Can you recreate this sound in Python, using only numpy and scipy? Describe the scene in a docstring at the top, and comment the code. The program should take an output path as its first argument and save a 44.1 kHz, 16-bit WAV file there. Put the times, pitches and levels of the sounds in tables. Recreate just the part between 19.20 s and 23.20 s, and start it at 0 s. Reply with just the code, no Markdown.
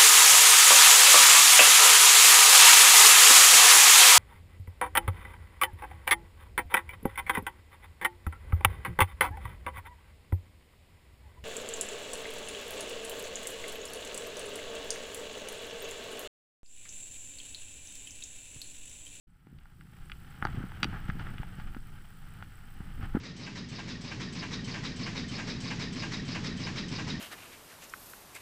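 """On a quiet snowy slope, a body-worn camera's electronics start to hiss, buzz and tick faintly.
Light wind buffets it and sleeves rustle as leather mittens gather two ski poles, which tap softly.
From about 1.2 to 2 seconds the poles knock loudest, while mittens rub and bump the camera's housing.
The knocks then thin out, and a last dull bump comes just before the end."""
import sys
import numpy as np
from scipy import signal
from scipy.fft import rfft, irfft
from scipy.io import wavfile
from scipy.ndimage import uniform_filter1d

SR = 44100
rng = np.random.default_rng(int(sys.argv[2]) if len(sys.argv) > 2 else 0)


def persist_wave(psi):
    """Save psi, clipped to +-1, as 16-bit WAV."""
    counts = np.round(np.clip(psi, -1, 1) * 32767).astype(np.int16)
    wavfile.write(sys.argv[1], SR, np.atleast_2d(counts).T)


N = 176400
T = np.arange(N) / SR
FREQS = np.fft.rfftfreq(N, 1 / SR)


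def amp(db):
    """Turns decibels into a gain."""
    return 10 ** (np.asarray(db) / 20)


def unit(x):
    """Scales a sound to an average (rms) level of 1."""
    return x / np.sqrt(np.mean(x ** 2) + 1e-20)


def level(points):
    """Gain over time from (seconds, dB) points."""
    return amp(np.interp(T, *np.transpose(points)))


def colour(x, points):
    """Shapes a sound's tone by (Hz, dB) points, at an average level of 1."""
    hz, db = np.transpose(points)
    gain = amp(np.interp(np.log(FREQS + 1), np.log(hz + 1), db))
    return unit(irfft(rfft(x) * gain, N))


def add(mix, start, sound):
    """Mixes a sound in at a start time in seconds."""
    part = mix[max(round(start * SR), 0):][:len(sound)]
    part += sound[:len(part)]


def steady_noise(tone, window):
    """Noise of a given tone, with its slow swells evened out."""
    noise = colour(rng.standard_normal(N), tone)
    return noise / np.sqrt(uniform_filter1d(noise ** 2, window) + 1e-9)


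def bursts(period, delay, length, hz, width, db):
    """A narrow band of hiss, switched on once in every period."""
    band = unit(irfft(rfft(rng.standard_normal(N)) / (1 + (2 * (FREQS - hz) / width) ** 4) ** .5, N))
    offset = (T - delay + period / 2) % period - period / 2
    return amp(db) * band * np.exp(-(2 * offset / length) ** 4 / 2)


# The tone of the hiss. Each row: frequency in Hz, relative level in dB.
HISS_TONE = [(300, -17), (3000, 3.5), (5200, 4), (6700, -4.5), (7500, 2.5), (8300, 7.5), (9100, -8),
             (10300, 7.5), (11400, -5.5), (12400, 2), (13100, -11), (14200, -6), (15000, 2)]
# One buzz cycle. Each row: delay and length in seconds, pitch and width in Hz, relative level in dB.
BUZZ_BURSTS = [(0.0019, 0.0016, 8400, 770, -64.5), (0.0019, 0.0036, 8000, 300, -80),
               (0.0024, 0.0044, 14500, 670, -65.5), (.0098, .0012, 13000, 900, -73)]
# The input opening. 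Each row: time in seconds, gain in dB.
OPENING = [(.07, -18), (.4, -11.5), (.9, -2), (1.1, -2)]


def electronics(buzz_hz=59.94):
    """The camera's circuits hiss, buzz and tick, growing louder as the input opens."""
    hiss = amp(-65.5) * colour(rng.standard_normal(N), HISS_TONE)
    uneven = amp(2 * rng.standard_normal(N))[(T * buzz_hz).astype(int)]  # a new gain each cycle
    buzz = uneven * sum(bursts(1 / buzz_hz, *row) for row in BUZZ_BURSTS)
    tick = bursts(period=.25, delay=.1065, length=.0038, hz=8244, width=650, db=-61.5)
    return (hiss + buzz + tick) * level(OPENING)


# The gusts. Each row: time in seconds, level in dB.
WIND_LEVELS = [(0.07, -55.5), (0.31, -73), (0.35, -49.5), (0.75, -62.5), (0.81, -44.5), (0.93, -47.5),
               (1.21, -53.5), (1.24, -39), (1.57, -47.5), (1.7, -41), (2.24, -39), (2.36, -51), (2.42, -36),
               (2.96, -50.5), (3.07, -41), (3.16, -53), (3.97, -35.5), (4.0, -65.5)]
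# Their tone. Each row: frequency in Hz, relative level in dB.
WIND_TONE = [(5, -20), (16, 7), (30, -6), (52, -9.5), (80, -13), (150, -37), (400, -71)]


def wind():
    """Light wind buffets the camera with a very deep noise."""
    return steady_noise(WIND_TONE, window=5000) * level(WIND_LEVELS)


# The handling rumble. Each row: time in seconds, level in dB.
RUMBLE_LEVELS = [(.07, -62), (.2, -65), (.36, -50), (.43, -64.5), (.6, -52.5), (.72, -53.5), (.82, -53),
                 (1.02, -52.5), (1.18, -50), (1.3, -40), (1.42, -41.5), (1.48, -47.5), (1.6, -44.5),
                 (1.67, -39), (1.73, -39), (1.8, -47), (1.87, -41), (2.03, -41), (2.15, -42.5), (2.26, -48),
                 (2.34, -46), (2.47, -47), (2.6, -51.5), (2.72, -49), (2.88, -55.5), (3.02, -52.5),
                 (3.12, -51), (3.22, -46.5), (3.33, -55.5), (3.48, -54), (3.68, -48), (3.76, -47),
                 (3.84, -37), (3.91, -50), (4, -41.5)]
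# Its tone. Each row: frequency in Hz, relative level in dB.
RUMBLE_TONE = [(20, -14), (60, 1), (100, 3), (145, 2.5), (200, -3.5), (270, -12), (335, -15), (450, -26),
               (600, -35), (1200, -79)]


def mount_rumble():
    """The moving mount carries a low rumble into the camera."""
    return steady_noise(RUMBLE_TONE, window=2600) * level(RUMBLE_LEVELS)


# The tone of rubbing. Each row: frequency in Hz, relative level in dB.
FRICTION_TONE = [(260, -15), (450, -9), (600, -12.5), (700, -8), (825, -0.5), (960, -9.5), (1130, -6),
                 (1300, 1), (1520, -1), (1960, -6), (2550, -10.5), (3050, -8), (3400, -14), (3720, -19.5),
                 (4650, -23), (5300, -26), (7000, -35), (11000, -42), (15000, -60)]


def friction(slips_per_second=3200):
    """Cloth slips in many tiny jerks, coloured by the ringing of the housing."""
    slips = (rng.random(N) < slips_per_second / SR) * rng.choice([-1, 1], N)
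    slips = slips * amp(3.5 * np.minimum(rng.exponential(1, N), 4))  # a few are much stronger
    flutter = unit(uniform_filter1d(uniform_filter1d(rng.standard_normal(N), 500), 300))
    smooth = 0.64 * rng.standard_normal(N)
    return colour(unit(slips) + smooth, FRICTION_TONE) * amp(1.33 * flutter)


# The jacket's rustle. Each row: time in seconds, level in dB.
RUSTLE_LEVELS = [(.07, -78), (.3, -71.5), (.47, -67), (.56, -70), (.7, -65.5), (.82, -59.5), (1.0, -63.5),
                 (1.08, -58), (1.2, -57.5), (1.35, -51.5), (1.49, -55.5), (1.57, -56), (1.66, -50.5),
                 (1.84, -54.5), (2.15, -52.5), (2.27, -57), (2.36, -57), (2.5, -57), (2.62, -63),
                 (2.69, -59), (2.9, -62), (3.16, -58.5), (3.3, -61), (3.5, -60), (3.68, -56.5), (3.73, -57),
                 (3.88, -56), (4, -59.5)]
# Mitten strokes. Each row: start and length in seconds, level in dB, brightness from 0 to 1.
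STROKES = [(1.22, 0.083, -46.5, 0.1), (1.349, 0.11, -53, 0), (1.724, 0.021, -41.5, 0.05),
           (1.747, 0.035, -42.5, 0.42), (1.879, 0.033, -49.5, 1), (1.99, .042, -47, 0.7),
           (2.054, 0.07, -49.5, 0.36), (2.385, .045, -57, 0.9), (3.188, 0.03, -58.5, 0.4),
           (3.601, 0.022, -54, 0.1), (3.81, 0.055, -46, 0.66), (3.941, 0.036, -42, 0.13)]


def clothing(dull_hz=2000):
    """The jacket rustles throughout, and single mitten strokes swell out of it."""
    out = friction() * level(RUSTLE_LEVELS)
    rub = friction()
    dull = irfft(rfft(rub) / (1 + (FREQS / dull_hz) ** 8), N)
    for start, length, db, brightness in STROKES:
        arch = abs(np.sin(np.pi * np.clip((T - start) / length, 0, 1))) ** 0.26
        out += amp(db) * arch * (dull + brightness * (rub - dull))
    return out


# Dull bumps. Each row: start in seconds, level in dB, pitch in Hz.
HOUSING_BUMPS = [(0.269, -44.5, 255), (0.328, -41.5, 144), (1.225, -27.5, 185), (1.2506, -30.5, 336),
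                 (1.253, -28.5, 125), (1.345, -32.5, 217), (1.373, -30, 142), (1.381, -25.5, 134),
                 (1.403, -32, 247), (1.438, -27.5, 194), (1.631, -25.5, 194), (1.652, -29.5, 280),
                 (1.892, -22, 107), (1.954, -28.5, 147), (2.005, -31.5, 167), (2.199, -29.5, 133),
                 (2.385, -35, 170), (2.565, -31.5, 231), (3.604, -29.5, 130), (3.797, -27.5, 109),
                 (3.949, -15.5, 208), (3.9685, -20, 273)]


def bumps(rise_s=0.0014, fade_s=0.025):
    """Soft blows rock the camera's housing for a few cycles."""
    out, t = np.zeros(N), T[:SR // 8]
    shape = (1 - np.exp(-(t / rise_s) ** 2)) * np.exp(-np.log(1000) * t / fade_s)
    for start, db, hz in HOUSING_BUMPS:
        add(out, start, -amp(db) * shape / shape.max() * np.sin(2 * np.pi * hz * t))
    return out


# The held poles' ringing tones, heard through the housing.
# Each row: pitch in Hz, relative level in dB, seconds to fade by 60 dB.
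POLE_TONES = [(818, 3.5, 0.021), (1230, -0.5, 0.016), (1420, 1.5, 0.021), (1670, 0.5, 0.011),
              (2047, 1.5, 0.013), (2440, -2.5, 0.014), (2750, -3, 0.014), (2943, -5, 0.018),
              (3360, -5.5, .016), (3850, -9.5, 0.017), (4640, -1.5, 0.012), (5720, -12, 0.0082),
              (6300, -15, 0.0039), (7260, -21, 0.0061), (8240, -18, 0.0065), (10000, -27, 0.0029)]
# The knocks. Each row: start in seconds, relative level in dB, then gains in dB
# for the low (900 Hz), middle (2800 Hz) and high (5000 Hz) tones.
POLE_KNOCKS = [(0.269, -51.5, -10, -16.5, -26), (0.386, -53.5, -27, -3, -9),
               (0.455, -43.5, -18, -27, -26.5), (0.609, -40, -39, -17.5, -26),
               (0.897, -34.5, -38, -16, -23), (0.917, -34.5, -26, -2, -14), (1.224, -16.5, -19, -24.5, -56),
               (1.251, -14, -15, -28.5, -20), (1.269, -24.5, -18, -21.5, -28),
               (1.518, -33.5, -14.5, -20, -27), (1.63, -13.5, -24.5, -8.5, -9), (1.636, -29, -18, -2, -4),
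               (1.643, -21.5, -16, -4.5, -4.5), (1.899, -20, -21, -22.5, -32.5),
               (1.995, -30, -18, -19, -22.5), (2.068, -32.5, -28, -17, -34), (2.181, -34, -31, -8.5, -23.5),
               (2.231, -31, -9, -19, -45), (2.398, -34, -16, -18, -21), (2.546, -33.5, -15.5, -17.5, -24),
               (2.566, -36.5, -15, -30, -31), (3.224, -30.5, -16.5, -17, -30.5),
               (3.955, -33, -4.5, -17, -42)]


def poles(contact_s=0.00034, chatter_s=0.0053, crack_s=0.001, core_db=-11):
    """Each knock cracks, chatters and sets the poles ringing; where it lands sets the tone."""
    out, t = np.zeros(N), T[:SR // 10]
    hz, tone_db, fade_s = np.transpose(POLE_TONES)
    signs = (-1) ** np.arange(len(hz))
    shapes = (1 - np.exp(-t / contact_s)) * np.exp(-np.log(1000) * t / fade_s[:, None])
    tones = signs[:, None] * np.sin(2 * np.pi * hz[:, None] * t) * shapes
    crack_band = signal.butter(2, [2500, 9000], "band", fs=SR)
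    for start, db, low_db, mid_db, high_db in POLE_KNOCKS:
        balance_db = np.interp(hz, [900, 1250, 1700, 2500, 3400, 4600],
                               [low_db, core_db, core_db, mid_db, mid_db, high_db])
        chatter, grit = rng.standard_normal((2, len(t)))
        force = (t == 0) + amp(-28.5) * chatter * np.exp(-t / chatter_s)
        ring = signal.fftconvolve(amp(tone_db + balance_db) @ tones, force)[:len(t)]
        ring *= np.exp(-t * 1.9 * max(core_db - mid_db, 0))  # dull, mitten-muffled knocks die sooner
        crack = amp(high_db - 11.5) * signal.lfilter(*crack_band, grit * np.exp(-t / crack_s))
        add(out, start + 0.0002, amp(db + 3) * (ring + crack))
    return out


def scene():
    """Adds up all the sources; snow gives no echo."""
    return (poles() + bumps() + clothing() + mount_rumble() + wind() + electronics())[None]


def record(dry):
    """The input switches on after 0.07 seconds, and the highest treble is cut."""
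    switch_on = np.clip((T - 0.07) / 0.0061, 0, 1)
    treble_cut = signal.firwin(255, 15500, window=("kaiser", 8), fs=SR)
    return signal.oaconvolve(dry * switch_on, treble_cut[None], "same")


dry = scene()
out = record(dry)
persist_wave(out)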